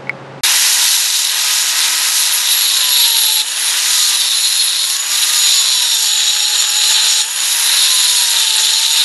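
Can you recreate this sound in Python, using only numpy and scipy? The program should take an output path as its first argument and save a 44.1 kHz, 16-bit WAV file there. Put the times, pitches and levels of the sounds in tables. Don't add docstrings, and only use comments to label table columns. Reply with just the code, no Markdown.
import sys
import numpy as np
from scipy import signal
from scipy.fft import rfft, irfft, next_fast_len
from scipy.io import wavfile
from scipy.ndimage import uniform_filter1d, minimum_filter1d, map_coordinates

SR = 44100
rng = np.random.default_rng(int(sys.argv[2]) if len(sys.argv) > 2 else 0)


def wav_record(signal):
    frames = np.transpose(np.atleast_2d(signal))
    bounded = np.clip(frames, -1, 1)
    quanta = np.round(bounded * 32767).astype(np.int16)
    wavfile.write(sys.argv[1], SR, quanta)


N = 398663
TIME = np.arange(N) / SR
CUT_OUT_S, CUT_IN_S = .409, .435
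FREE_HZ, LOADED_HZ, TURNS_PER_WHINE = 1300, 850, .132

# freq_hz, level_db
SHOP_SPECTRUM = [(24, -69), (40, -51), (120, -14), (234, -9.5), (425, -12.5), (527, -11), (701, -15.5),
                 (829, -12), (1050, -18), (1270, -17.5), (3820, -32), (8390, -47), (12000, -62),
                 (15600, -105), (22000, -120)]
# pitch_hz, before_cut_db, after_cut_db
HUM_TONES = [(135.7, -37, -98), (270.4, -56, -59.5), (541, -42, -62)]
# start_s, level_db
CLACK_HITS = [(0.071, -24), (0.0944, -4)]
# pitch_hz, t60_s, level_db
CLACK_MODES = [(1450, 0.014, -8), (1980, 0.026, -2.5), (2214, 0.032, 1), (3100, .008, -41),
               (3940, .008, -21), (5140, 0.012, -22)]

# time_s, pressure (1 = full)
HAND_PRESSURE = [(0.44, 0.23), (1.05, 0.16), (1.65, 0.04), (2.04, 0.08), (2.47, 0.26), (2.83, 0.82),
                 (3.41, 1.03), (3.46, 0.28), (3.86, 0.03), (4.24, 0.55), (4.87, 0.48), (5.06, 0.15),
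                 (5.22, 0.07), (5.85, 0.98), (6.74, 1.04), (6.89, 0.85), (7.22, 1.08), (7.27, 0.24),
                 (7.62, 0.17), (7.7, 0.59), (8.44, 0.97), (9.04, 0.8)]
# touch_s, lift_s, full_chatter_db, screech_share, steel_db, rumble_db
WELD_PASSES = [(0, 3.41, -14, .2, -12, -69), (3.47, 4.96, -15.2, .6, -8, -67),
               (4.95, 7.215, -15.3, .38, -4, -70), (7.29, 9.1, -14.7, .27, -7, -65)]
# centre_s, half_length_s, chatter_db, scrape_db, sizzle_db
DISC_CATCHES = [(0.474, 0.039, 7, 0, 0), (0.924, 0.18, 3, -0.5, 3), (1.846, 0.037, 8, 4.5, -2),
                (2.338, .025, -2, -3, 15), (2.526, 0.028, 6, 2, 15), (3.01, .08, 4.5, 0, 3),
                (3.997, 0.18, 5.5, 2.5, 14), (4.646, 0.039, 2, -2, 11), (5.23, 0.022, 14, 3, 7),
                (5.46, 0.22, 5, -0.5, 0), (6.027, 0.087, -4.5, 4.5, 1), (6.872, 0.15, 4.5, 2.5, 3),
                (7.126, 0.057, 1.5, 3.5, -5), (8.566, 0.015, 0, -14, 13), (8.92, .08, 1.5, 1, 0)]
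# pitch_hz, width_hz, gain_db
CHATTER_MODES = [(3020, 750, -7.5), (3702, 250, 7.5), (3895, 110, 8.5), (4046, 120, 3.5)]
SCRAPE_MODES = [(4900, 90, -13), (5600, 90, 6.5), (6850, 38, 17), (7020, 110, 6.5), (8370, 110, 3)]
SIZZLE_MODES = [(10620, 61, 10.3), (11250, 33, 10)]
# bump_rate_multiple, level_db
SCREECH_HARMONICS = [(11, -8), (12, -4), (13, 0), (14, -2), (15, 2), (16, -3), (17, 0), (18, -1), (19, 1),
                     (20, -3), (21, -6), (25, -8), (35, -8), (37, -7), (38, -7), (40, -8)]
# freq_hz, gain_db
STEEL_RADIATION = [(2800, -14), (3400, -6), (3750, 0), (4150, 2), (4500, -4), (4900, -14), (5250, -9),
                   (6000, -16), (10400, -3), (11500, -14)]
# freq_hz, level_db
SCRAPE_SPECTRUM = [(2100, -35.5), (2700, -4), (4500, 3), (5800, 5.5), (6400, 4), (7200, 2.5), (7900, -0.5),
                   (8700, -1), (11000, -3)]
SIZZLE_SPECTRUM = [(7000, -35.5), (9000, -4), (10200, 10), (11300, 12), (12000, -62), (13000, -22)]
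FAN_SPECTRUM = [(25, -40), (150, -57), (300, -13.5), (430, -18), (760, -9.5), (980, 2.5), (1180, -9.5),
                (1400, -2), (1680, 3), (1800, -3), (1925, 6.5), (2120, 0.5), (2600, 3), (6000, -9)]
ROAR_SPECTRUM = [(25, -54), (330, -28.5), (490, -14.5), (600, -16), (880, -7.5), (1100, -11.5),
                 (1290, -4.5), (1430, -6), (1650, -1.5), (1920, -2.5), (2130, -11), (2650, 0), (3200, 2),
                 (5500, -22)]
# time_s, level_db
SCRAPE_LEVEL = [(.95, -11.5), (1.25, -16.5), (2.1, -15), (3.3, -20), (4, -16), (4.7, -20), (5.4, -16),
                (6.1, -20), (6.65, -22), (7.05, -18), (8.1, -15.5), (9.04, -18)]
SIZZLE_LEVEL = [(.55, -16), (1.4, -22.5), (2.6, -20), (3.4, -17), (4, -28.5), (4.3, -27), (5.35, -16.5),
                (6.3, -27), (7.1, -21), (7.7, -14), (8.3, -18), (9.04, -21)]
RUSH_LEVEL = [(.44, -18), (1.2, -27), (1.5, -23.5), (2.2, -24), (3.4, -31.5), (3.75, -23.5), (4.15, -28),
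              (4.85, -31.5), (5.3, -24.5), (5.7, -30.5), (6.5, -29.5), (7, -25), (7.25, -30.5), (7.6, -24),
              (8.1, -26.5), (9.04, -28.5)]
WHINE_LEVEL = [(.44, -55), (1.1, -51), (1.4, -43), (2.1, -42), (2.6, -44.5), (2.95, -37), (3.4, -39.5),
               (3.55, -50), (3.95, -42), (4.65, -51), (5.35, -39), (5.7, -41), (6.7, -43.5), (7.05, -40.5),
               (7.35, -45), (7.65, -49), (7.95, -38), (9.04, -41)]
# delay_s, gain_db
ECHOES = [(.0047, -27), (.0083, -21.5), (.0131, -23), (.029, -18)]
# pitch_hz, width_hz, level_db, best_pressure, favoured_pass (from 1), eased_db
SINGING_MODES = [(5565, 65, -29, 1, 3, -12), (6890, 13, -25.5, .5, 3, 0), (7050, 110, -27, .7, 3, -12),
                 (7310, 25, -32, .7, 1, -12), (9420, 42, -29, .3, 2, -12), (9640, 80, -32, .9, 4, -12),
                 (9985, 32, -30, .8, 1, -12), (10580, 120, -26, .45, 2, -12),
                 (10992, 18, -28.5, .6, 2, -12), (11340, 28, -26, .6, 1, -12)]
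# whine_multiple, level_db
MOTOR_TONES = [(.528, -14), (2, -16), (4.224, 7)]


def from_db(db):
    return np.exp(np.asarray(db) * (np.log(10) / 20))


def unit_rms(x):
    return x / np.sqrt(np.mean(x ** 2) + 1e-20)


def curves(rows):
    times_s, *columns = np.transpose(rows)
    return [np.interp(TIME, times_s, column) for column in columns]


def per_pass(rows):
    return curves([(time_s, *row) for weld_pass, row in zip(WELD_PASSES, rows)
                   for time_s in weld_pass[:2]])


def drift(rate_hz):
    knots = rng.standard_normal(20000)
    return unit_rms(np.interp(TIME * rate_hz, np.arange(len(knots)), knots))


def colour(x, spectrum):
    hz, db = np.transpose(spectrum)
    size = next_fast_len(N, real=True)
    bins_hz = np.maximum(np.arange(size // 2 + 1) * SR / size, 1)
    gain = from_db(np.interp(np.log(bins_hz), np.log(hz), db))
    return irfft(rfft(x, size) * gain, size)[:N]


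def noise(spectrum):
    return unit_rms(colour(rng.standard_normal(N), spectrum))


def resonate(x, modes):
    out = 0
    for hz, width_hz, db in modes:
        radius = np.exp(-np.pi * width_hz / SR)
        scale = (1 - radius ** 2) / 2
        feedback = [1, -2 * radius * np.cos(2 * np.pi * hz / SR), radius ** 2]
        out += from_db(db) * signal.lfilter([scale, 0, -scale], feedback, x)
    return out


def machine_hum(after_cut):
    out = 0
    for hz, before_db, after_db in HUM_TONES:
        tone = np.sin(2 * np.pi * hz * TIME + .1 * drift(12))
        out += tone * from_db(np.where(after_cut, after_db, before_db) + 1.2 * drift(6.7))
    return np.sqrt(2) * out


def clack():
    out = 0
    for start_s, level_db in CLACK_HITS:
        age_s = np.clip(TIME - start_s, 0, 1)
        ring = sum((-1) ** k * np.sin(2 * np.pi * hz * age_s) * from_db(db - 60 * age_s / t60_s)
                   for k, (hz, t60_s, db) in enumerate(CLACK_MODES))
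        crack = rng.standard_normal(N) * (age_s > 0) * from_db(-29 - 60 * age_s / .015)
        out += from_db(level_db - 1.5) * (ring + crack)
    return out


def handling(inertia_s=.15, seat_s=.2, release_s=.021):
    pressure, = curves(HAND_PRESSURE)
    pole = np.exp(-1 / (inertia_s * SR))
    load = pressure[0] + signal.lfilter([1 - pole], [1, -pole], pressure - pressure[0])
    seated = sum(np.clip(np.minimum((TIME - touch_s) / seat_s, 1 - (TIME - lift_s) / release_s), 0, 1)
                 for touch_s, lift_s, *_ in WELD_PASSES)
    return pressure, np.clip(load, 0, 1), 1 - np.clip(seated, 0, 1)


def contact_levels_db(bite, eased, full_chatter_db, light_chatter_db=-22.5):
    chatter_db = light_chatter_db + (full_chatter_db - light_chatter_db) * bite
    levels_db = np.array([chatter_db - 9.5 * eased + 1.3 * drift(20),
                          curves(SCRAPE_LEVEL)[0] - 6.5 * eased + .81 * drift(18),
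                          curves(SIZZLE_LEVEL)[0] - 4 * eased + 1.3 * drift(20)])
    for centre_s, half_length_s, *gains_db in DISC_CATCHES:
        triangle = np.maximum(1 - np.abs(TIME - centre_s) / half_length_s, 0)
        levels_db += np.outer(gains_db, triangle)
    return levels_db


def bumps(turns, depth_db, uneven_db=4.5):
    landings = 2 * turns + .06 * drift(90)
    strength = rng.standard_normal(2 ** 12)[landings.astype(int) + 1]
    regular_db = depth_db * np.cos(2 * np.pi * (landings - .5))
    force = from_db(regular_db + uneven_db * strength * np.sin(np.pi * landings) ** 2)
    return force / np.sqrt(uniform_filter1d(force ** 2, size=4096))


def grit(turns, repeat_share, memory, grains=256):
    rim = signal.lfilter([1], [1, -memory], rng.standard_normal((2 ** 11, grains)), axis=0).ravel()
    pattern = unit_rms(map_coordinates(rim, [(turns + 20) * grains], order=2, mode="wrap"))
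    return np.sqrt(repeat_share) * pattern + np.sqrt(1 - repeat_share) * rng.standard_normal(N)


def screech(turns):
    bump_hz = 2 * np.gradient(turns) * SR
    landings = 2 * turns + .007 * drift(60)
    out, power = 0, 0
    for multiple, level_db in SCREECH_HARMONICS:
        radiation_db = np.interp(multiple * bump_hz, *np.transpose(STEEL_RADIATION))
        gain = from_db(level_db + radiation_db + 2.2 * drift(5) + 3.5 * drift(40))
        out += gain * np.sin(2 * np.pi * (multiple * landings + rng.random()))
        power += gain ** 2 / 2
    return out / np.sqrt(uniform_filter1d(power, size=4096))


def chatter(turns, force, screech_share):
    ringing = resonate(force * grit(turns, repeat_share=.067, memory=.914), CHATTER_MODES)
    rasp = unit_rms(colour(ringing, [(1900, -7), (2900, -6.5)]))
    return np.sqrt(1 - screech_share) * rasp + np.sqrt(screech_share) * force ** .35 * screech(turns)


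def scrape(turns, force, load, steel_db):
    coarse = force ** .45 * grit(turns, repeat_share=.16, memory=.92)
    broad = colour(coarse, SCRAPE_SPECTRUM) * from_db(-2.5 * load)
    flare = from_db(2 * drift(18))
    steel = flare * resonate(grit(turns, repeat_share=.18, memory=.91), SCRAPE_MODES)
    return unit_rms(broad + steel * from_db(steel_db + 6.1 * load))


def swish(whine_cycles, whine_multiple=9.6, half_width_hz=1100):
    lowpass = signal.butter(2, half_width_hz, fs=SR, output="sos")
    band = signal.sosfilt(lowpass, rng.standard_normal((2, N)))
    phase = 2 * np.pi * whine_multiple * whine_cycles
    return unit_rms(band[0] * np.cos(phase) + band[1] * np.sin(phase))


def sizzle(turns, force, whine_cycles):
    fine = force ** 1.1 * grit(turns, repeat_share=.6, memory=.69)
    hiss = unit_rms(colour(fine, SIZZLE_SPECTRUM) + from_db(6) * resonate(fine, SIZZLE_MODES))
    return unit_rms(hiss + from_db(-3.5) * swish(whine_cycles))


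def rush(turns, force, load):
    level_db, = curves(RUSH_LEVEL)
    air = noise(FAN_SPECTRUM) * from_db(3.5)
    grains = force ** .35 * grit(turns, repeat_share=.17, memory=.842)
    roar = unit_rms(colour(grains, ROAR_SPECTRUM)) * from_db(4)
    return (np.sqrt(1 - load) * air + np.sqrt(load) * roar) * from_db(level_db + 1.02 * drift(20))


def stand_rumble(level_db, eased):
    gain = from_db(level_db - 20 * eased + 3 * drift(12))
    return gain * noise([(25, 1), (80, -1), (200, -13), (2000, -70)])


def add_echoes(x):
    sway_s = .00002 * drift(1.6)
    return x + sum(from_db(db) * map_coordinates(x, [(TIME - delay_s - sway_s * (-1) ** k) * SR], order=1)
                   for k, (delay_s, db) in enumerate(ECHOES))


def grinding(whine_cycles, pressure, load, eased, bite_pressure=.6):
    full_chatter_db, screech_share, steel_db, rumble_db = per_pass([row[2:] for row in WELD_PASSES])
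    bite = np.clip(pressure / bite_pressure, 0, 1)
    chatter_db, scrape_db, sizzle_db = contact_levels_db(bite, eased, full_chatter_db)
    turns = whine_cycles * TURNS_PER_WHINE
    force = bumps(turns, depth_db=.5 + 2.5 * load ** 2)
    hand_tremor = from_db(.5 * drift(35))
    contact = (chatter(turns, force, screech_share * bite) * from_db(chatter_db)
               + scrape(turns, force, load, steel_db) * from_db(scrape_db)
               + sizzle(turns, force, whine_cycles) * from_db(sizzle_db - 4.5))
    return rush(turns, force, load) + stand_rumble(rumble_db, eased) + add_echoes(hand_tremor * contact)


def singing_pipe(pressure, eased, unfavoured_db=-6.5, pressure_range=.5):
    stutter = from_db(2.2 * drift(26))
    rubbing = rng.standard_normal(N)
    pass_number, = per_pass([[k + 1] for k in range(len(WELD_PASSES))])
    out = 0
    for hz, width_hz, level_db, best_pressure, favoured_pass, eased_db in SINGING_MODES:
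        tone = unit_rms(resonate(rubbing, [(hz, width_hz, 0)]))
        tone /= np.sqrt(uniform_filter1d(tone ** 2, size=4096) + .051)
        spot_db = unfavoured_db * np.minimum(np.abs(pass_number - favoured_pass), 1)
        swell_db = 3 * drift(5) - 6.5 * ((pressure - best_pressure) / pressure_range) ** 2
        out += tone * from_db(level_db + spot_db + swell_db + eased_db * eased)
    return out * stutter * from_db(1)


def motor(whine_cycles):
    level_db, = curves(WHINE_LEVEL)
    phase = 2 * np.pi * whine_cycles
    tones = np.sin(phase + .41 * drift(70)) * from_db(3 + 2.2 * drift(45))
    for multiple, db in MOTOR_TONES:
        tones += np.sin(multiple * phase + .8 * drift(50)) * from_db(db + 1.6 * drift(25))
    return np.sqrt(2) * from_db(level_db) * tones


def scene():
    pressure, load, eased = handling()
    whine_hz = FREE_HZ + (LOADED_HZ - FREE_HZ) * load
    whine_cycles = np.cumsum(whine_hz * (1 + .0012 * drift(30) + .0025 * drift(9))) / SR
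    before_cut, after_cut = TIME < CUT_OUT_S, TIME > CUT_IN_S
    shop = from_db(-32.5) * noise(SHOP_SPECTRUM) + clack()
    grinder = grinding(whine_cycles, pressure, load, eased)
    grinder += singing_pipe(pressure, eased) + motor(whine_cycles)
    mono = before_cut * shop + after_cut * grinder + (before_cut | after_cut) * machine_hum(after_cut)
    return np.array([mono, mono])


def record(dry):
    ceiling, cutoff_hz = .9, 11950
    gain = ceiling / np.maximum(np.abs(dry), ceiling)
    gain = uniform_filter1d(minimum_filter1d(gain, size=96), size=96)
    return signal.sosfiltfilt(signal.ellip(8, .1, 60, cutoff_hz, fs=SR, output="sos"), dry * gain)


dry = scene()
out = record(dry)
wav_record(out)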